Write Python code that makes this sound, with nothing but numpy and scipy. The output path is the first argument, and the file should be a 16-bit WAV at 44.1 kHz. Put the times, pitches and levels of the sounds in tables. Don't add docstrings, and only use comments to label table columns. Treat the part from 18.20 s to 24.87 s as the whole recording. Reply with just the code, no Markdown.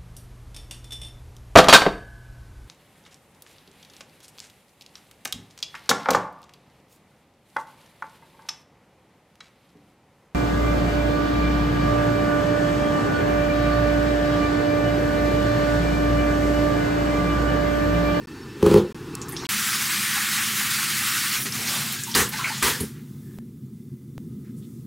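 import sys
import numpy as np
from scipy import signal
from scipy.fft import rfft, irfft, next_fast_len
from scipy.io import wavfile
from scipy.ndimage import uniform_filter1d, map_coordinates

SR = 44100
rng = np.random.default_rng(int(sys.argv[2]) if len(sys.argv) > 2 else 0)


def store_pcm(level_fs):
    pcm = np.round(np.clip(level_fs, -1, 1) * 32767).astype(np.int16)
    wavfile.write(sys.argv[1], SR, np.atleast_2d(pcm).T)


N = 294040
TIME = np.arange(N) / SR
CHANGE_S = 3.19


def amp(db):
    return 10 ** (np.asarray(db) / 20)


def unit(x):
    return x / np.sqrt(np.mean(x ** 2) + 1e-20)


def add(out, start_s, x):
    part = out[round(start_s * SR):][:len(x)]
    part += x[:len(part)]


def curves(rows):
    times, *columns = np.transpose(rows)
    return [np.interp(TIME, times, column, left=-150, right=-150) for column in columns]


def steps(rows):
    out = np.full((len(rows[0]) - 2, N), -150.)
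    for start_s, end_s, *levels in rows:
        out[:, round(start_s * SR):round(end_s * SR)] = np.array(levels)[:, None]
    return out


def wobble(rate):
    return map_coordinates(rng.standard_normal(int(N * rate / SR) + 4), [TIME * rate])


def filtered(x, response):
    size = next_fast_len(len(x) + SR // 2)
    return irfft(rfft(x, size) * response(np.fft.rfftfreq(size, 1 / SR)), size)[:len(x)]


def colour(points):
    pitch_hz, level_db = np.transpose(points)
    return lambda f: amp(np.interp(np.log(f + 1), np.log(pitch_hz + 1), level_db))


def body(modes):
    return lambda f: sum((-1) ** k * amp(db) * 1j * f * width / (hz * hz - f * f + 1j * f * width)
                         for k, (hz, width, db) in enumerate(modes))


def rush(response, patchy_db, grain_db=0):
    noise = rng.standard_normal(N + 512) * amp(grain_db * rng.standard_normal(N + 512))
    spectrum = signal.stft(noise, nperseg=512)[2]
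    patches = uniform_filter1d(rng.standard_normal(spectrum.shape), size=7, axis=0)
    patches = unit(uniform_filter1d(patches, size=6, axis=1))
    patchy = signal.istft(spectrum * amp(patchy_db * patches), nperseg=512)[1][:N]
    return unit(filtered(patchy, response))


def bubbles(count, hz, spread, cycles):
    when, size, pitch = rng.random(count), rng.exponential(size=count), rng.standard_normal(count)
    turns = np.clip(hz * np.exp(spread * pitch), 800, 9000)[:, None] * TIME[:SR // 40]
    age = turns / cycles
    ring = amp(1.6 * size)[:, None] * age * np.exp(-3 * age) * np.sin(2 * np.pi * turns * (1 + .05 * age))
    where = (when * N).astype(int)[:, None] + np.arange(SR // 40)
    return unit(np.bincount(where.ravel(), ring.ravel())[:N])


# start_s, end_s, hum_db, air_db
KITCHEN_LEVELS = [(0, 0.067, -38, -50), (.07, .73, -38.5, -46.5), (.745, 1.27, -36, -45)]
# pitch_hz, level_db
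KITCHEN_HUM = [(15, -43), (25, -12), (102, -4.5), (130, 2), (181, -5.5), (334, -1), (461, -7), (537, -21),
               (700, -34), (1000, -80)]
KITCHEN_AIR = [(620, -13), (850, 0.5), (1800, -4), (2070, -8), (4460, -11.5), (16000, -25.5)]
# pitch_hz, width_hz, level_db
KITCHEN_RINGS = [(1780, 60, -2), (2400, 60, -6), (2650, 65, -4), (4505, 80, -7), (5380, 70, -6),
                 (9440, 60, -11)]


def kitchen():
    hum_db, air_db = steps(KITCHEN_LEVELS)
    air = rush(colour(KITCHEN_AIR), patchy_db=1)
    singing = amp(-9 + 2.5 * wobble(8)) * rush(lambda f: body(KITCHEN_RINGS)(f) ** 2, patchy_db=4)
    return amp(hum_db) * rush(colour(KITCHEN_HUM), patchy_db=.6) + amp(air_db) * unit(air + singing)


# start_s, knock_db, tick_db
CARTON_CONTACTS = [(0.4267, 11.5, -21), (0.448, 4, -48), (0.4627, 13, -17), (0.48, -6, -40),
                   (0.497, 2.5, -44), (0.512, 9.5, -24), (0.5406, 14.5, -16.5), (0.56, 12, -26),
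                   (.58, 7, -39)]
# pitch_hz, width_hz, level_db
COUNTER_RINGS = [(73.6, 58, -12), (163, 34, -1), (199, 52, -2.5), (352, 38, 1), (418, 35.6, 4.5),
                 (540, 46, -4), (886, 200, -16)]
# pitch_hz, level_db
CARD_TONE = [(350, -35), (600, -19), (1210, 0), (1930, -12), (3250, -11), (14900, -27.5), (16000, -19)]


def carton():
    pushes, ticks, t = np.zeros(N), np.zeros(N), TIME[:SR // 20]
    for start_s, knock_db, tick_db in CARTON_CONTACTS:
        add(pushes, start_s, amp(knock_db) * np.hanning(40))
        tick_shape = amp(tick_db - 60 * np.maximum(t - .0035, 0) / .008)
        add(ticks, start_s, tick_shape * rng.standard_normal(len(t)))
    ticks = filtered(ticks, lambda f: 1j * f / (900 + 1j * f) * 2500 / (2500 + 1j * f))
    before_s, after_s = np.maximum(.466 - TIME, 0), np.maximum(TIME - .584, 0)
    slide = amp(-31 - 260 * before_s - 290 * after_s)
    rumble = amp(9) * slide * rush(body(COUNTER_RINGS), patchy_db=5)
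    scrape = slide * rush(colour(CARD_TONE), patchy_db=1.5, grain_db=3.5)
    echo = amp(-60 * TIME[:SR // 2] / .31) * rng.standard_normal(SR // 2)
    pushes += amp(-2) * signal.fftconvolve(pushes, echo / np.linalg.norm(echo))[:N]
    return filtered(pushes, body(COUNTER_RINGS)) + ticks + rumble + scrape


# pitch_hz, level_db
MILK_TONE = [(410, -32), (700, -6), (1200, -11), (4670, -12), (5400, -14), (16000, -35)]


def milk(start_s=.94, end_s=1.27, rise_db_per_s=74):
    level_db = -31.5 - rise_db_per_s * (end_s - TIME) + 1.7 * wobble(59.4)
    stream = amp(level_db) * rush(colour(MILK_TONE), patchy_db=7)
    fizz = amp(-46) * bubbles(count=2500, hz=1072, spread=.133, cycles=28)
    return (TIME > start_s) * (TIME < end_s) * (stream + fizz)


# start_s, level_db, pitch_hz, fade_s (time to fall 60 dB)
SPLASHES = [(0.9522, -19, 8000, 0.015), (1.0157, -22.5, 6400, 0.095), (1.0835, -28, 7500, 0.029),
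            (1.09, -26, 11900, 0.12), (1.122, -24, 9760, 0.14), (1.164, -25, 5441, 0.3),
            (1.1655, -21, 3620, 0.046), (1.252, -23.5, 3180, 0.069), (3.323, -17.5, 5500, 0.074),
            (3.474, -19.5, 5550, 0.25), (3.722, -17, 12000, 0.12), (3.76, -33, 1643, 0.57),
            (3.836, -16, 7280, 0.05), (3.914, -24, 5400, 0.1), (3.942, -15, 3800, 0.045),
            (3.950, -11, 4200, 0.043), (4.09, -19, 12500, 0.069), (4.125, -28, 900, 0.18),
            (4.13, -29.5, 1540, 0.83), (4.136, -30, 1950, 0.21), (4.186, -23.5, 1060, 0.38),
            (4.198, -23.5, 1370, 0.4), (4.242, -16.5, 2260, 0.15), (3.865, -31.5, 917, .25),
            (4.298, -25.5, 904, 0.27), (4.419, -21, 1260, 0.12), (4.606, -17.5, 10300, 0.16)]


def splashes():
    out, t = np.zeros(N), TIME[:SR // 6]
    for start_s, db, hz, fade_s in SPLASHES:
        width = .38 * (fade_s / .05) ** -.45 * (hz / 2500) ** .3
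        shape = amp(-60 * t / fade_s) + .45 * np.exp(-t / .0008)
        burst = shape * rng.standard_normal(len(t))
        burst *= amp(5 * rng.standard_normal(len(t)))
        pocket = body([(hz, width * hz, 0)])
        ring = filtered(burst, lambda f: pocket(f) ** 2 + .1 * width * (1j * f / (hz + 1j * f)) ** 3)
        add(out, start_s, amp(db) * ring / np.max(np.abs(ring)))
    return out


# start_s, end_s, hum_db, air_db
BATH_LEVELS = [(1.29, 3.19, -39.5, -76), (3.19, 5.19, -37.5, -55.5), (5.19, 5.98, -38.5, -62),
               (5.98, 6.68, -36, -60.5)]
# pitch_hz, level_db
EARLY_HUM = [(25, -33), (141, -0.5), (176, -7), (205, 2), (257, -10), (344, -10.5), (430, -19),
             (700, -34.5), (1100, -79)]
LATE_HUM = [(36, -50), (64, -21.5), (100, -11), (141, 1), (176, -11), (224, -2.5), (307, -19), (352, -14.5),
            (600, -41), (850, -85.5)]
BATH_AIR = [(290, -27.5), (480, -8.5), (700, -9.5), (919, -9.5), (2430, -16), (14000, -12), (16000, -11)]
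# pitch_hz, width_hz, level_db
BATH_RINGS = [(1240, 59, -4), (2050, 82, -1.5), (3540, 120, -2.5)]


def bathroom():
    hum_db, air_db = steps(BATH_LEVELS)
    late, early = rush(colour(LATE_HUM), patchy_db=.83), rush(colour(EARLY_HUM), patchy_db=.1)
    hum = np.where(TIME > CHANGE_S, late, early)
    air = rush(lambda f: colour(BATH_AIR)(f) * (1 + 1.8 * abs(body(BATH_RINGS)(f)) ** 2), patchy_db=1)
    return amp(hum_db + .52 * wobble(8.2)) * hum + amp(air_db) * air


# time_s, jets_db, fine_db (boost of the highest hiss)
SPRAY_LEVELS = [(1.29, -25.5, 0), (3.17, -25, -4), (3.21, -30.5, 4.5), (3.246, -35, 7), (3.265, -27.5, -5),
                (3.305, -35, 1), (3.36, -29, -1.5), (3.46, -28, -1.5), (3.54, -25, -1), (3.71, -29.5, -1),
                (3.79, -32, -4), (3.83, -37, 3), (3.92, -34.5, -3), (4.09, -56, 7), (4.13, -30, -5),
                (4.35, -30.5, -5), (4.58, -37, -4.5), (4.7, -52, 6), (4.95, -70, -38)]
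# pitch_hz, level_db
JETS_TONE = [(1180, -40.5), (2000, -12.5), (2320, -5), (3230, -1), (9580, -4), (16000, -8)]
PUDDLE_TONE = [(600, -63), (759, -13), (955, -12), (1200, -2.5), (2020, -1.5), (3000, -9.5), (4200, -63)]
# middle_s, half_length_s, change_db
GURGLES = [(1.7, 0.016, 3), (1.972, 0.026, 3.5), (2.2, .025, 3.5), (3.84, .09, -3), (4.27, 0.047, 6.5),
           (4.778, 0.046, 10.5)]


def shower(fine_above_hz=7600):
    jets_db, fine_db = curves(SPRAY_LEVELS)
    late = TIME > CHANGE_S
    flutter_db = .704 * wobble(45)
    still = rush(colour(JETS_TONE), patchy_db=1.33)
    moving = rush(colour(JETS_TONE), patchy_db=1.9, grain_db=2.5)
    fine = filtered(moving, lambda f: 1 / (1 + (fine_above_hz / (f + 1)) ** 6))
    jets = amp(jets_db + flutter_db) * np.where(late, moving + (amp(fine_db) - 1) * fine, still)
    gurgle_db = sum(db * np.exp(-((TIME - middle_s) / half_s) ** 2) for middle_s, half_s, db in GURGLES)
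    puddle_db = jets_db + np.where(late, -8.5, -6) + gurgle_db
    puddle = rush(colour(PUDDLE_TONE), patchy_db=1.4, grain_db=1)
    puddle += amp(-4) * bubbles(count=5000, hz=2000, spread=.3, cycles=30)
    drumming = late * amp(1.16 * jets_db + 27) * rush(body([(730, 470, 0)]), patchy_db=.6)
    return jets + amp(puddle_db + flutter_db + .6 * wobble(13)) * (puddle + drumming)


# start_s, level_db, dull_above_hz
BUMPS = [(3.252, -13.5, 1500), (3.388, -14, 1500), (4.603, 4.5, 200), (4.626, 0, 200)]
# pitch_hz, width_hz, level_db
TUB_RINGS = [(72, 25, -1.5), (160.4, 17, -1.5), (208.4, 44, -2.5), (257.4, 72, -2), (409, 55, 3.5),
             (500, 99, -3), (908, 290, -8)]


def tub_bumps(push_db=-5):
    shake, t = np.zeros(N), TIME[:SR // 2]
    for start_s, db, dull_above_hz in BUMPS:
        force = amp(db - 60 * t / .17) * (1 - np.exp(-t / .002)) * rng.standard_normal(len(t))
        add(force, 0, amp(db + push_db) * np.hanning(110))
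        add(shake, start_s, filtered(force, lambda f: 1 / (1 + 1j * f / dull_above_hz) ** 2))
    return filtered(shake, lambda f: body(TUB_RINGS)(f) * (1j * f / (85 + 1j * f)) ** 2)


# start_s, level_db, hold_s, fade_s, boom_db (compared with the slap)
SLAPS = [(3.949, -19, 0.057, 0.31, -5.5), (4.425, -20, 0.057, 0.38, -9), (4.6, -39, 0.01, 0.19, -25)]
# pitch_hz, level_db
SLAP_TONE = [(290, -41), (500, -5.5), (668, -18), (946, -4.5), (1790, -2), (2610, -7), (9490, -9),
             (16000, -14)]


def water_slaps():
    sheet, boom, t = np.zeros(N), np.zeros(N), TIME[:SR // 2]
    strike = (1 + .348 * np.exp(-t / .034)) * (1 - np.exp(-t / .00053))
    for start_s, db, hold_s, fade_s, boom_db in SLAPS:
        shape = strike * amp(db - 60 * np.maximum(t - hold_s, 0) / fade_s)
        add(sheet, start_s, shape)
        add(boom, start_s, shape * amp(boom_db))
    return sheet * rush(colour(SLAP_TONE), patchy_db=1.5) + boom * rush(body(TUB_RINGS), patchy_db=.5)


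# start_s, length_s, level_db, pitch_hz, width_hz
RUSTLES_AND_RINGS = [(5.019, 0.25, -65, 1730, 120), (5.991, 0.95, -74.5, 1260, 60.5),
                     (6.236, 0.1, -63, 1700, 700), (6.363, 0.059, -57.5, 9000, 3000),
                     (6.397, 0.32, -62, 8500, 6000), (6.414, .06, -61, 3580, 800)]


def rustles_and_rings():
    out = np.zeros(N)
    for start_s, length_s, db, hz, width_hz in RUSTLES_AND_RINGS:
        count = round(length_s * SR)
        shape = np.sin(np.pi * np.linspace(0, 1, count) ** .7)
        noise = unit(filtered(rng.standard_normal(count), body([(hz, width_hz, 0)])))
        add(out, start_s, amp(db) * shape * noise)
    return out


def scene():
    mono = kitchen() + carton() + milk() + splashes()
    mono += bathroom() + shower() + tub_bumps() + water_slaps() + rustles_and_rings()
    return np.array([mono, mono])


# start_s, end_s
SILENCES = [(.058, .072), (.726, .7455), (1.268, 1.2895)]
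# start_s, level_db
CLICKS = [(3.185, -34), (5.187, -27.5), (5.98, -24)]


def record(dry, ceiling=.85, top_hz=15850):
    dip = body([(606, 367, -5.5)])
    mono = filtered(dry[0], lambda f: (1 - dip(f)) * 1j * f / (45 + 1j * f))
    for start_s, end_s in SILENCES:
        mono[round(start_s * SR):round(end_s * SR)] = 0
    for start_s, db in CLICKS:
        add(mono, start_s, amp(db) * np.exp(-TIME[:SR // 50] / .00095))
    mono = mono / (1 + abs(mono / ceiling) ** 4) ** .25
    mono = filtered(mono, lambda f: 1 / (1 + (f / top_hz) ** 300))
    return np.array([mono, mono])


dry = scene()
out = record(dry)
store_pcm(out)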